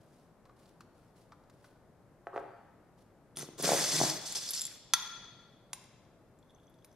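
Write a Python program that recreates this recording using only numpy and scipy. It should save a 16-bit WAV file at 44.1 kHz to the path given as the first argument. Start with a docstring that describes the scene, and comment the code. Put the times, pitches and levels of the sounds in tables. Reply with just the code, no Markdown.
"""In a fairly echoing room that hums softly, gloved hands turn a small steel roasting box, take a
glass from the table and scoop raw coffee beans out of a wire sieve. The rim scrapes and judders over
the mesh, which twangs and booms. Beans patter into the glass and make it ring, the glass knocks
against the steel, and the last beans tick as it is tipped."""
import sys
import numpy as np
from scipy import signal
from scipy.fft import rfft, irfft, next_fast_len
from scipy.io import wavfile

SR = 44100
rng = np.random.default_rng(int(sys.argv[2]) if len(sys.argv) > 2 else 0)


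def pcm_store(signal):
    """Save signal as 16-bit PCM."""
    levels = np.round(np.clip(np.atleast_2d(signal), -1, 1) * 32767)
    wavfile.write(sys.argv[1], SR, levels.astype(np.int16).T)


N = 306495
TIME = np.arange(N) / SR
BLOW_TIME = TIME[:SR // 5]

# A mode is one tone that an object rings with. Its ring time (t60) is how long it takes to fade 60 dB.
# The glass, damped by the glove. Each row: pitch in Hz, level in dB when knocked, level in dB when
# hit by a bean, ring time in seconds.
GLASS_MODES = [(960, -10.5, -23, .022), (1072, -9.5, -23, 0.029), (1230, -14, -21.5, 0.02),
               (1377, -1.5, -18, 0.078), (1615, -5, -22, .028), (1942, -5, -17.5, 0.029),
               (2170, -14, -19.5, .02), (2480, -7, -19, 0.028), (3012, -11.5, -19.5, .035),
               (3400, 2.5, -5, 0.073), (3460, -1.5, -4.5, .036), (3667, -5, -7, 0.061),
               (4300, -16, -4.5, 0.027), (4480, -3, -5, 0.066), (4700, -14.5, -5.5, .04),
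               (5160, -22.5, -0.5, .04), (5570, -7, -10.5, 0.1), (6055, 2, -6.5, 0.033),
               (6140, 7.5, -5.5, .05), (7280, -13.5, -3, 0.064), (7430, -13, -6.5, 0.032),
               (8650, -17, -12.5, .03), (9546, -1, 0, 0.055), (9615, -2.5, -3.5, 0.033),
               (10550, -9, 4.5, 0.067), (11500, -14.5, -2.5, 0.088), (12070, -10.5, -5, 0.07),
               (13960, -12.5, -17, 0.027)]
# The wire sieve. Each row: pitch in Hz, level in dB, ring time in seconds.
SIEVE_MODES = [(153.8, -0.5, .075), (267, -4, 0.031), (336.7, -4, 0.049), (410, -3.5, 0.037),
               (582, -3.5, .014), (790, -7.5, .012), (940, -7.5, .012), (1220, -6.5, .008),
               (1666, -11, 0.0094)]
# The table top. Each row: pitch in Hz, level in dB, ring time in seconds.
TABLE_MODES = [(390, -4, 0.047), (440, 5, 0.018), (551, 0, 0.051), (698, 3, 0.053), (810, 3.5, 0.03),
               (1137, 6.5, 0.0084), (1290, -1.5, 0.054), (1515, 1, 0.023), (1636, -4, 0.05),
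               (2370, -12, .025)]
# The tone colour of beans touching. Each row: frequency in Hz, relative level in dB.
BEAN_COLOUR = [(800, -24.5), (2600, -17), (3500, -9), (4300, -5.5), (5200, -3), (6500, -4.5), (7800, -4),
               (8700, -10.5), (11500, -16.5), (13000, -20.5), (15500, -38.5)]
BURIED_SHARE = 0.64   # share of its ring time that the glass keeps among the beans


def scoop():
    """With each push beans slide, the rim rasps on the wires, the sieve rumbles and the glass sings."""
    # Each row: start and length in seconds, then levels in dB for beans, rasp and rumble.
    pushes = [(3.366, 0.056, -49.5, -51.5, -51.5), (3.575, 0.064, -43.5, -52, -46),
              (3.628, 0.18, -32.5, -35, -37.5), (3.803, 0.11, -32, -39.5, -47.5),
              (3.905, 0.19, -30, -40, -41), (4.103, 0.061, -41.5, -50.5, -46.5), (4.2, .05, -47, -57, -56),
              (4.247, 0.076, -39.5, -53.5, -57.5), (4.344, 0.026, -34.5, -55, -55),
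              (4.398, 0.13, -41, -56, -61.5), (4.526, 0.063, -36.5, -52.5, -74.5),
              (4.606, 0.032, -46, -57.5, -75), (4.658, 0.098, -64.5, -58, -77)]
    # Tone colours of the rim and the sieve. Each row: frequency in Hz, relative level in dB.
    rasp_colour = [(60, -25.5), (200, -12.5), (500, -11.5), (1200, -5), (1700, -1), (2600, -4), (4000, -7),
                   (6000, -0.5), (9000, -2), (12000, -5.5), (15500, -40.5)]
    rumble_colour = [(60, -38), (100, -25), (140, 7), (175, 6), (210, -4.5), (320, 3.5), (560, -0.5),
                     (850, -5.5), (1150, -6.5), (2000, -20.5)]
    start, length, *levels_db = np.transpose(pushes)
    # A push loses force as it goes on, then the beans come to rest.
    sliding, rasping, rumbling = [
        strokes(np.transpose([start, length, db]), attack_s=0.014, sag_db_per_s=9.5, fade_db_per_s=302)
        for db in levels_db]
    contacts = patter(*sliding, per_s=12000, spread_db=2) + friction(*sliding)
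    beans = from_db(-3.5) * coloured(contacts, BEAN_COLOUR)
    creep = creeping_beans()
    rasp = coloured(patter(*rasping, per_s=6500, spread_db=0.7), rasp_colour)
    rumble = coloured(patter(*rumbling, per_s=9900, spread_db=1), rumble_colour)
    hz, knocked_db, bean_db, t60 = np.transpose(GLASS_MODES)
    glass = singing(beans + creep, hz, bean_db + 0.298, t60 * BURIED_SHARE)
    glass += singing(rasp, hz, knocked_db - 0.6, t60 * BURIED_SHARE)
    return from_db(-3.5) * beans + rasp + rumble + glass


def creeping_beans(start_s=6.42, level_db=-70):
    """Beans creep over the wall of the tipped glass at an even pace."""
    # Each row: frequency in Hz, relative level in dB.
    creep_colour = [(1500, -18), (3400, 4), (4400, -14), (6100, -0.5), (7500, -22), (9500, -24),
                    (15000, -26)]
    contacts = patter([start_s, TIME[-1]], [level_db, level_db], per_s=2500, spread_db=8.5, count=2000)
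    return coloured(contacts, creep_colour)


def glass_hits(lifted_s=4.8):
    """Steel clacks and rings the glass, longer once it is lifted clear; a bean gives a small ping."""
    # Glass against steel. Each row: time in seconds, clack peak in dB, ring peak in dB,
    # favoured pitch in Hz, its boost in dB.
    steel_knocks = [(3.3579, -63, -49, 3400, 13), (3.362, -44, -41, 10000, 19),
                    (3.3705, -31.5, -27.5, 10200, 16), (3.387, -34.5, -30, 9900, 16),
                    (3.393, -41, -30.5, 10800, 20), (3.4234, -33.5, -37, 10100, 13),
                    (3.625, -46, -24, 11000, 25), (4.3505, -37, -30, 9000, 8),
                    (4.3547, -33, -31, 9500, 8.5), (4.368, -34.5, -38, 3530, 11.5),
                    (4.936, -10.5, -10, 1600, 2.5), (5.7315, -25, -29.5, 9700, 31),
                    (5.840, -55, -54, 9650, 13), (6.8458, -44.5, -48.5, 11500, 27)]
    # Single beans hit the glass. 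Each row: time in seconds, level in dB, favoured pitch in Hz.
    bean_ticks = [(4.098, -13.5, 5240), (4.324, -20, 7300), (4.4902, -18.5, 4700), (4.5067, -17, 11400),
                  (4.5346, -18.5, 6500), (4.5485, -18.5, 7350), (4.5945, -20, 5360), (4.610, -16.5, 7330),
                  (4.6168, -14, 7350), (4.6385, -26, 7250), (4.6523, -16.5, 7270), (4.6664, -21, 7840),
                  (6.3884, -53.5, 7200), (6.5061, -50, 3490), (6.5994, -57, 3490), (6.6328, -57, 3630),
                  (6.6972, -54.5, 11500), (6.7411, -52.5, 3810), (6.8872, -63, 3520), (6.927, -55, 6080)]
    hz, knocked_db, bean_db, t60 = np.transpose(GLASS_MODES)
    buried_t60 = t60 * BURIED_SHARE
    signs = (-1.) ** (np.arange(len(hz)) // 3)   # some modes swing outwards first, others inwards
    out = np.zeros(N)
    for s, clack_db, ring_db, spot_hz, spot_db in steel_knocks:
        add(out, s, from_db(clack_db) * steel_clack())
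        ring_s = t60 if s > lifted_s else buried_t60
        chime = ring(hz, knocked_db, ring_s, spot_hz, spot_db, spot_octaves=0.5, signs=signs)
        add(out, s, from_db(ring_db) * chime)
    for s, level_db, spot_hz in bean_ticks:
        add(out, s, from_db(level_db - 21.5) * clack(BEAN_COLOUR, t60=0.015))
        ping = ring(hz, bean_db, buried_t60, spot_hz, spot_db=17, spot_octaves=0.16, signs=signs)
        add(out, s, from_db(level_db - 7) * ping)
    return out


def steel_clack():
    """Sheet steel held in the hand stops ringing at once."""
    # Each row: frequency in Hz, relative level in dB.
    steel_colour = [(300, -45.5), (550, -12), (850, -1.5), (1400, -9.5), (2000, -2.5), (3000, -5),
                    (3700, -5.5), (5000, -2), (7400, -1), (8600, -14.5), (9800, -1.5), (11200, -11.5),
                    (13000, -15), (15500, -25)]
    return clack(steel_colour, t60=0.02)


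def mesh_slips(slacken_s=0.007, swell_s=0.0018):
    """The mesh slips free and slackens, so its twang falls in pitch; the sieve booms under it."""
    # Each row: time in seconds, twang level in dB, its starting pitch in Hz, thud level in dB.
    slips = [(3.372, -46, 593, -41.5), (3.429, -35.5, 610, -39), (3.487, -39.5, 636, -40),
             (3.534, -58, 444, -47), (3.598, -29, 575, -38), (3.636, -29, 700, -34),
             (3.6435, -25.5, 759.2, -35), (3.6505, -30, 710, -35), (3.6765, -24.5, 826, -30),
             (3.6905, -16.5, 885, -29), (3.705, -22, 690, -37), (3.7182, -16.5, 947, -25),
             (3.7324, -17, 807, -31), (3.7465, -24, 765, -48), (3.766, -35, 726, -46),
             (4.002, -24.5, 971, -43), (4.0129, -17.5, 1026, -20), (4.0351, -21.5, 980, -21.5)]
    booms = [(s, thud_db, 288) for s, _, _, thud_db in slips]   # favours the low modes, near 288 Hz
    out = thuds(booms, SIEVE_MODES, spot_db=4, cutoff_hz=2020)
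    swell = peak_one(BLOW_TIME * np.exp(-0.5 * (BLOW_TIME / swell_s) ** 2))
    slowing_time = slacken_s * (1 - np.exp(-BLOW_TIME / slacken_s))
    for s, twang_db, hz, _ in slips:
        add(out, s, -from_db(twang_db) * swell * np.sin(2 * np.pi * hz * slowing_time))
    return out


def mesh_drone(waver_hz=2.8):
    """The rubbing rim keeps the lowest mode of the mesh going, with a wavering pitch and weak octave."""
    # The rim bears down. Each row: start in seconds, length in seconds, level in dB.
    presses = [(3.63, 0.079, -49), (3.92, 0.074, -41.5)]
    waver = rms_one(np.interp(TIME, np.linspace(0, TIME[-1], 200), rng.standard_normal(200)))
    phase = 2 * np.pi * np.cumsum(SIEVE_MODES[0][0] + waver_hz * waver) / SR
    level = gain_curve(*strokes(presses, attack_s=0.023, sag_db_per_s=-3, fade_db_per_s=183))
    return level * (np.sin(phase) + from_db(-10.5) * np.sin(2 * phase))


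def table_knocks(crack_db=-15):
    """As the glass is picked up it knocks and judders on the table top, which thuds."""
    # Each row: time in seconds, level in dB, favoured pitch in Hz.
    knocks = [(2.2698, -28.5, 780), (2.3615, -26.5, 507), (2.368, -32, 440), (2.3775, -25.5, 800)]
    # The hard edge of a knock. Each row: frequency in Hz, relative level in dB.
    crack_colour = [(300, -25), (600, 1), (1700, 10), (2600, -12), (6500, -18), (9000, -30), (15000, -29)]
    out = thuds(knocks, TABLE_MODES, spot_db=14, cutoff_hz=2400)
    for s, level_db, _ in knocks:
        add(out, s, from_db(level_db + crack_db) * clack(crack_colour, t60=0.038))
    return out


def table_skid(band_hz=(380, 850)):
    """Between knocks the foot of the glass drags, and the table top groans in its low modes."""
    # Each row: start in seconds, length in seconds, level in dB.
    skids = [(2.330, 0.042, -42.5)]
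    groan = singing(rng.standard_normal((1, N)), *np.transpose(TABLE_MODES))[0]
    groan = signal.sosfilt(signal.butter(2, band_hz, "band", fs=SR, output="sos"), groan)
    level = gain_curve(*strokes(skids, attack_s=0.0029, sag_db_per_s=-31, fade_db_per_s=454))
    return rms_one(groan) * level


def box_taps():
    """The box shifts in the hands with light taps, brighter when the contact is hard."""
    # Each row: time in seconds, peak in dB, treble tilt in dB per octave.
    taps = [(0.454, -55, 3.5), (0.494, -51.5, -2), (0.657, -55.5, 6.5), (0.8063, -42.5, 5),
            (1.3202, -45, 0.5), (1.437, -60.5, 3.5), (1.498, -54, 6.5), (1.643, -51, 4)]
    # Each row: frequency in Hz, relative level in dB.
    box_colour = [(400, -39), (750, -0.5), (1200, 8), (1800, -5.5), (2600, -15), (3800, -14.5),
                  (4500, -13.5), (5400, -18), (8000, -26.5), (15000, -40)]
    out = np.zeros(N)
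    for s, peak_db, tilt_db in taps:
        tilted = [(hz, db + tilt_db * np.log2(hz)) for hz, db in box_colour]
        add(out, s, from_db(peak_db) * clack(tilted, t60=0.05))
    return out


def glove_rubs():
    """A glove hisses softly as it slides over the box or grips the glass."""
    # Each row: start in seconds, length in seconds, level in dB.
    rubs = [(0, 0.23, -76.5), (.56, 0.12, -74), (.7, 0.1, -83), (.94, 0.12, -78), (1.15, 0.068, -73.5),
            (1.52, 0.15, -77.5), (1.64, 0.021, -72), (2.335, 0.018, -71), (2.97, 0.043, -77)]
    # Each row: frequency in Hz, relative level in dB.
    glove_colour = [(1000, -8), (3000, -3.5), (5000, -2.5), (7500, -7), (10000, -4), (15000, -17)]
    rubbing = strokes(rubs, attack_s=0.012, sag_db_per_s=2, fade_db_per_s=135)
    return coloured(friction(*rubbing), glove_colour)


def glove_squeak():
    """The glove squeaks faintly on the lifted glass: a thin tone that rises a little and sinks."""
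    # Each row: time in seconds, pitch in Hz, level in dB.
    squeak_path = [(2.44, 4480, -94), (2.47, 4540, -84), (2.52, 4680, -86), (2.59, 4510, -85),
                   (2.66, 4400, -94)]
    s, hz, level_db = np.transpose(squeak_path)
    phase = 2 * np.pi * np.cumsum(np.interp(TIME, s, hz)) / SR
    return gain_curve(s, level_db) * np.sin(phase)


def room_echo(x, build_s=0.00061):
    """Reflections blur into a tail that builds up after the sound and dies soonest in the treble."""
    # Each row: frequency in Hz, ring time in seconds, level in dB, left-right likeness from 0 to 1.
    room_bands = [(115, .7, -9, 0.88), (502, 0.71, -7, 0.48), (1490, 1.15, -5.5, 0.97),
                  (3400, 1.26, -5.5, 0.5), (5530, .95, -9, 0.074), (9000, 0.66, -12.5, .05),
                  (14030, 0.41, -9.5, 0.516)]
    t, hz = TIME[:SR], np.fft.rfftfreq(SR, 1 / SR)
    noise = rfft(stereo_noise(SR, room_bands, column=3))
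    tail = 0
    for centre, t60, level_db, _ in room_bands:
        band = at_hz([(row[0], row[0] == centre) for row in room_bands], hz)
        fade = 1000 ** (-t / t60) * (1 - np.exp(-(t / build_s) ** 2))
        tail = tail + from_db(level_db) * irfft(noise * band, SR) * fade / np.linalg.norm(fade)
    return signal.fftconvolve(x, tail, axes=1)[:, :N]


def room_hum(level_db=-62):
    """A soft, steady, low noise fills the room."""
    # Each row: frequency in Hz, relative level in dB.
    hum_colour = [(12, -37.5), (20, -11.5), (86, -10), (113, -3), (172, -5), (216, -7.5), (499, -11.5),
                  (574, -10.5), (976, -18.5), (1190, -20.5), (1570, -24), (2750, -35.5), (3440, -38),
                  (12800, -41), (16000, -59.5)]
    # Each row: frequency in Hz, left-right likeness from 0 to 1.
    hum_likeness = [(30, 0.93), (120, 0.87), (1000, 0.91), (2500, 0.52), (5000, 0.13), (12000, .05)]
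    return from_db(level_db) * rms_one(coloured(stereo_noise(N, hum_likeness), hum_colour))


def patter(s, level_db, per_s, spread_db, count=16000):
    """Tiny contacts, each with its own pitch, size and place; they crowd when the motion is strong."""
    when, chance, pitch, big, sign, place, side = rng.random((count, 7)).T
    when = s[0] + when * (s[-1] - s[0])
    level = np.interp(when, s, level_db)
    offered_per_s = count / (s[-1] - s[0])
    share = np.clip(per_s * from_db((level - level.max()) / 2) / offered_per_s, 0, 1)
    size = rms_one(from_db(spread_db * np.minimum(-np.log(1 - big), 4))) * np.sign(sign - 0.5)
    size *= from_db(level) * np.sqrt(SR / (offered_per_s * share))
    heard = chance < share
    steps, out = np.arange(SR // 400), []
    where = ((when[heard] * SR).astype(int)[:, None] + steps).ravel()
    left_lag = 1 + 1.1 * (place[heard, None] - 0.5)   # in samples
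    pan_db = 8.5 * (side[heard, None] - 0.5)
    for lag, side_db in ((left_lag, pan_db), (0, -pan_db)):
        age = np.maximum(steps - lag, 0) / SR
        grain = np.sin(np.pi * SR * pitch[heard, None] * age) * np.exp(-age / 0.00082) * from_db(side_db)
        grain *= size[heard, None] / np.sqrt(np.mean(np.sum(grain ** 2, axis=1)))
        out.append(np.bincount(where, grain.ravel(), N)[:N])
    return np.array(out)


def friction(s, level_db, flutter_per_s=150, flutter_db=3):
    """Contacts too small to tell apart make a hiss that flutters as they catch and let go."""
    # Each row: frequency in Hz, left-right likeness from 0 to 1.
    rub_likeness = [(2000, 0.79), (12000, 0.303)]
    left, right = stereo_noise(N, rub_likeness)
    hiss = np.array([np.roll(left, 1), right])   # late on the left, so heard a little to the right
    flutter = np.interp(TIME * flutter_per_s, np.arange(2000), rng.standard_normal(2000))
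    return hiss * gain_curve(s, level_db) * from_db(flutter_db * flutter)


def singing(drive, hz, level_db, t60, wander_per_s=45, wander_db=3.5):
    """An object rings along with whatever rubs it; its modes come and go as the contact point moves."""
    out, steps = 0, np.arange(1000)
    for angle, db, decay in zip(2 * np.pi * hz / SR, level_db, 1000 ** (-1 / (t60 * SR))):
        gains = from_db(db + wander_db * rng.standard_normal(len(steps)))
        grip = np.interp(TIME * wander_per_s, steps, gains)
        feedback = [1, -2 * decay * np.cos(angle), decay * decay]
        out = out + signal.lfilter([1 - decay, 0, decay - 1], feedback, drive * grip + 1e-18)
    return out


def ring(hz, level_db, t60, spot_hz, spot_db, spot_octaves, signs=1):
    """A struck object rings; the spot that is hit favours the modes near one pitch."""
    favour_db = spot_db * np.exp(-(np.log2(hz / spot_hz) / spot_octaves) ** 2)
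    strength = signs * from_db(level_db + favour_db + rng.normal(0, 1, len(hz)))
    modes = np.sin(2 * np.pi * np.outer(hz, BLOW_TIME)) * 1000 ** -np.outer(1 / t60, BLOW_TIME)
    low_cut = signal.butter(4, hz[0], "high", fs=SR, output="sos")   # little sounds below the lowest mode
    return peak_one(signal.sosfilt(low_cut, strength @ modes))


def thuds(events, modes, spot_db, cutoff_hz):
    """Dull blows on a heavily damped object; the soft contact takes the edge off."""
    out = np.zeros(N)
    for s, level_db, spot_hz in events:
        add(out, s, from_db(level_db) * ring(*np.transpose(modes), spot_hz, spot_db, spot_octaves=0.96))
    return signal.sosfilt(signal.butter(2, cutoff_hz, fs=SR, output="sos"), out + 1e-18)


def clack(colour, t60):
    """Countless modes that die at once sound like a short burst of noise."""
    burst = rng.standard_normal(len(BLOW_TIME)) * 1000 ** (-BLOW_TIME / t60)
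    return peak_one(coloured(burst, colour))


def strokes(events, attack_s, sag_db_per_s, fade_db_per_s):
    """Times and dB levels of hand movements: each swells, sags (grows if sag is negative) and fades."""
    start, length, level_db = np.transpose(events)[:, :, None]
    s = TIME[(TIME >= start.min()) & (TIME <= (start + length).max() + 0.2)][::SR // 1000]
    age = np.maximum(s - start, 0)
    fall_db = sag_db_per_s * age + fade_db_per_s * np.maximum(age - length, 0)
    gain = np.minimum(age / attack_s, 1) * from_db(level_db - fall_db)
    return s, 20 * np.log10(gain.max(axis=0) + 1e-7)


def gain_curve(s, level_db):
    """A movement's level as a gain at every sample."""
    return np.interp(TIME, s, from_db(level_db), left=0, right=0)


def coloured(x, colour):
    """Give a sound a tone colour; white noise keeps its power."""
    size = next_fast_len(x.shape[-1] // 2 + SR // 20) * 2
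    gain = rms_one(from_db(at_hz(colour, np.fft.rfftfreq(size, 1 / SR))))
    # Fold the filter so that nothing sounds ahead of its cause (minimum phase).
    cepstrum = irfft(np.log(gain))
    cepstrum[1:size // 2] *= 2
    cepstrum[size // 2 + 1:] = 0
    return irfft(rfft(x, size) * np.exp(rfft(cepstrum)), size)[..., :x.shape[-1]]


def stereo_noise(size, likeness, column=1):
    """White noise whose two sides are alike to a degree that depends on frequency."""
    mid, side = rfft(rng.standard_normal((2, size)))
    alike = np.clip(at_hz(likeness, np.fft.rfftfreq(size, 1 / SR), column), 0, 1)
    return rms_one(irfft(np.sqrt(1 + alike) * mid + np.sqrt(1 - alike) * side * [[1], [-1]], size))


def at_hz(points, hz, column=1):
    """Read between the rows of a table, with octaves evenly spaced."""
    points = np.array(points)
    return np.interp(np.log(np.maximum(hz, 1)), np.log(points[:, 0]), points[:, column])


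def add(track, s, sound):
    """Mix a sound in at s seconds."""
    start = round(s * SR)
    track[start:start + len(sound)] += sound[:N - start]


def from_db(db):
    return 10 ** (np.asarray(db) / 20)


def rms_one(x):
    return x / np.sqrt(np.mean(x ** 2) + 1e-20)


def peak_one(x):
    return x / np.abs(x).max()


def scene():
    """The work of the hands, with the room's echo and hum around it."""
    table = table_knocks() + table_skid() + glove_squeak()
    handling = glass_hits() + box_taps() + mesh_slips() + mesh_drone() + table
    gloves = glove_rubs()
    direct = np.array([np.roll(handling, 1), handling]) + scoop() + gloves   # a little to the right
    hum = room_hum()
    into_room = direct.mean(axis=0, keepdims=True) + from_db(-8.5) * table   # the table is farther off
    around = room_echo(into_room) + hum
    return direct * from_db([[0.15], [-0.15]]) + around * from_db([[1.1], [-1.1]])


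def record(dry):
    """The highest treble, above 15700 Hz, is cut off."""
    return signal.sosfilt(signal.ellip(10, 0.2, 80, 15700, fs=SR, output="sos"), dry)


dry = scene()
out = record(dry)
pcm_store(out)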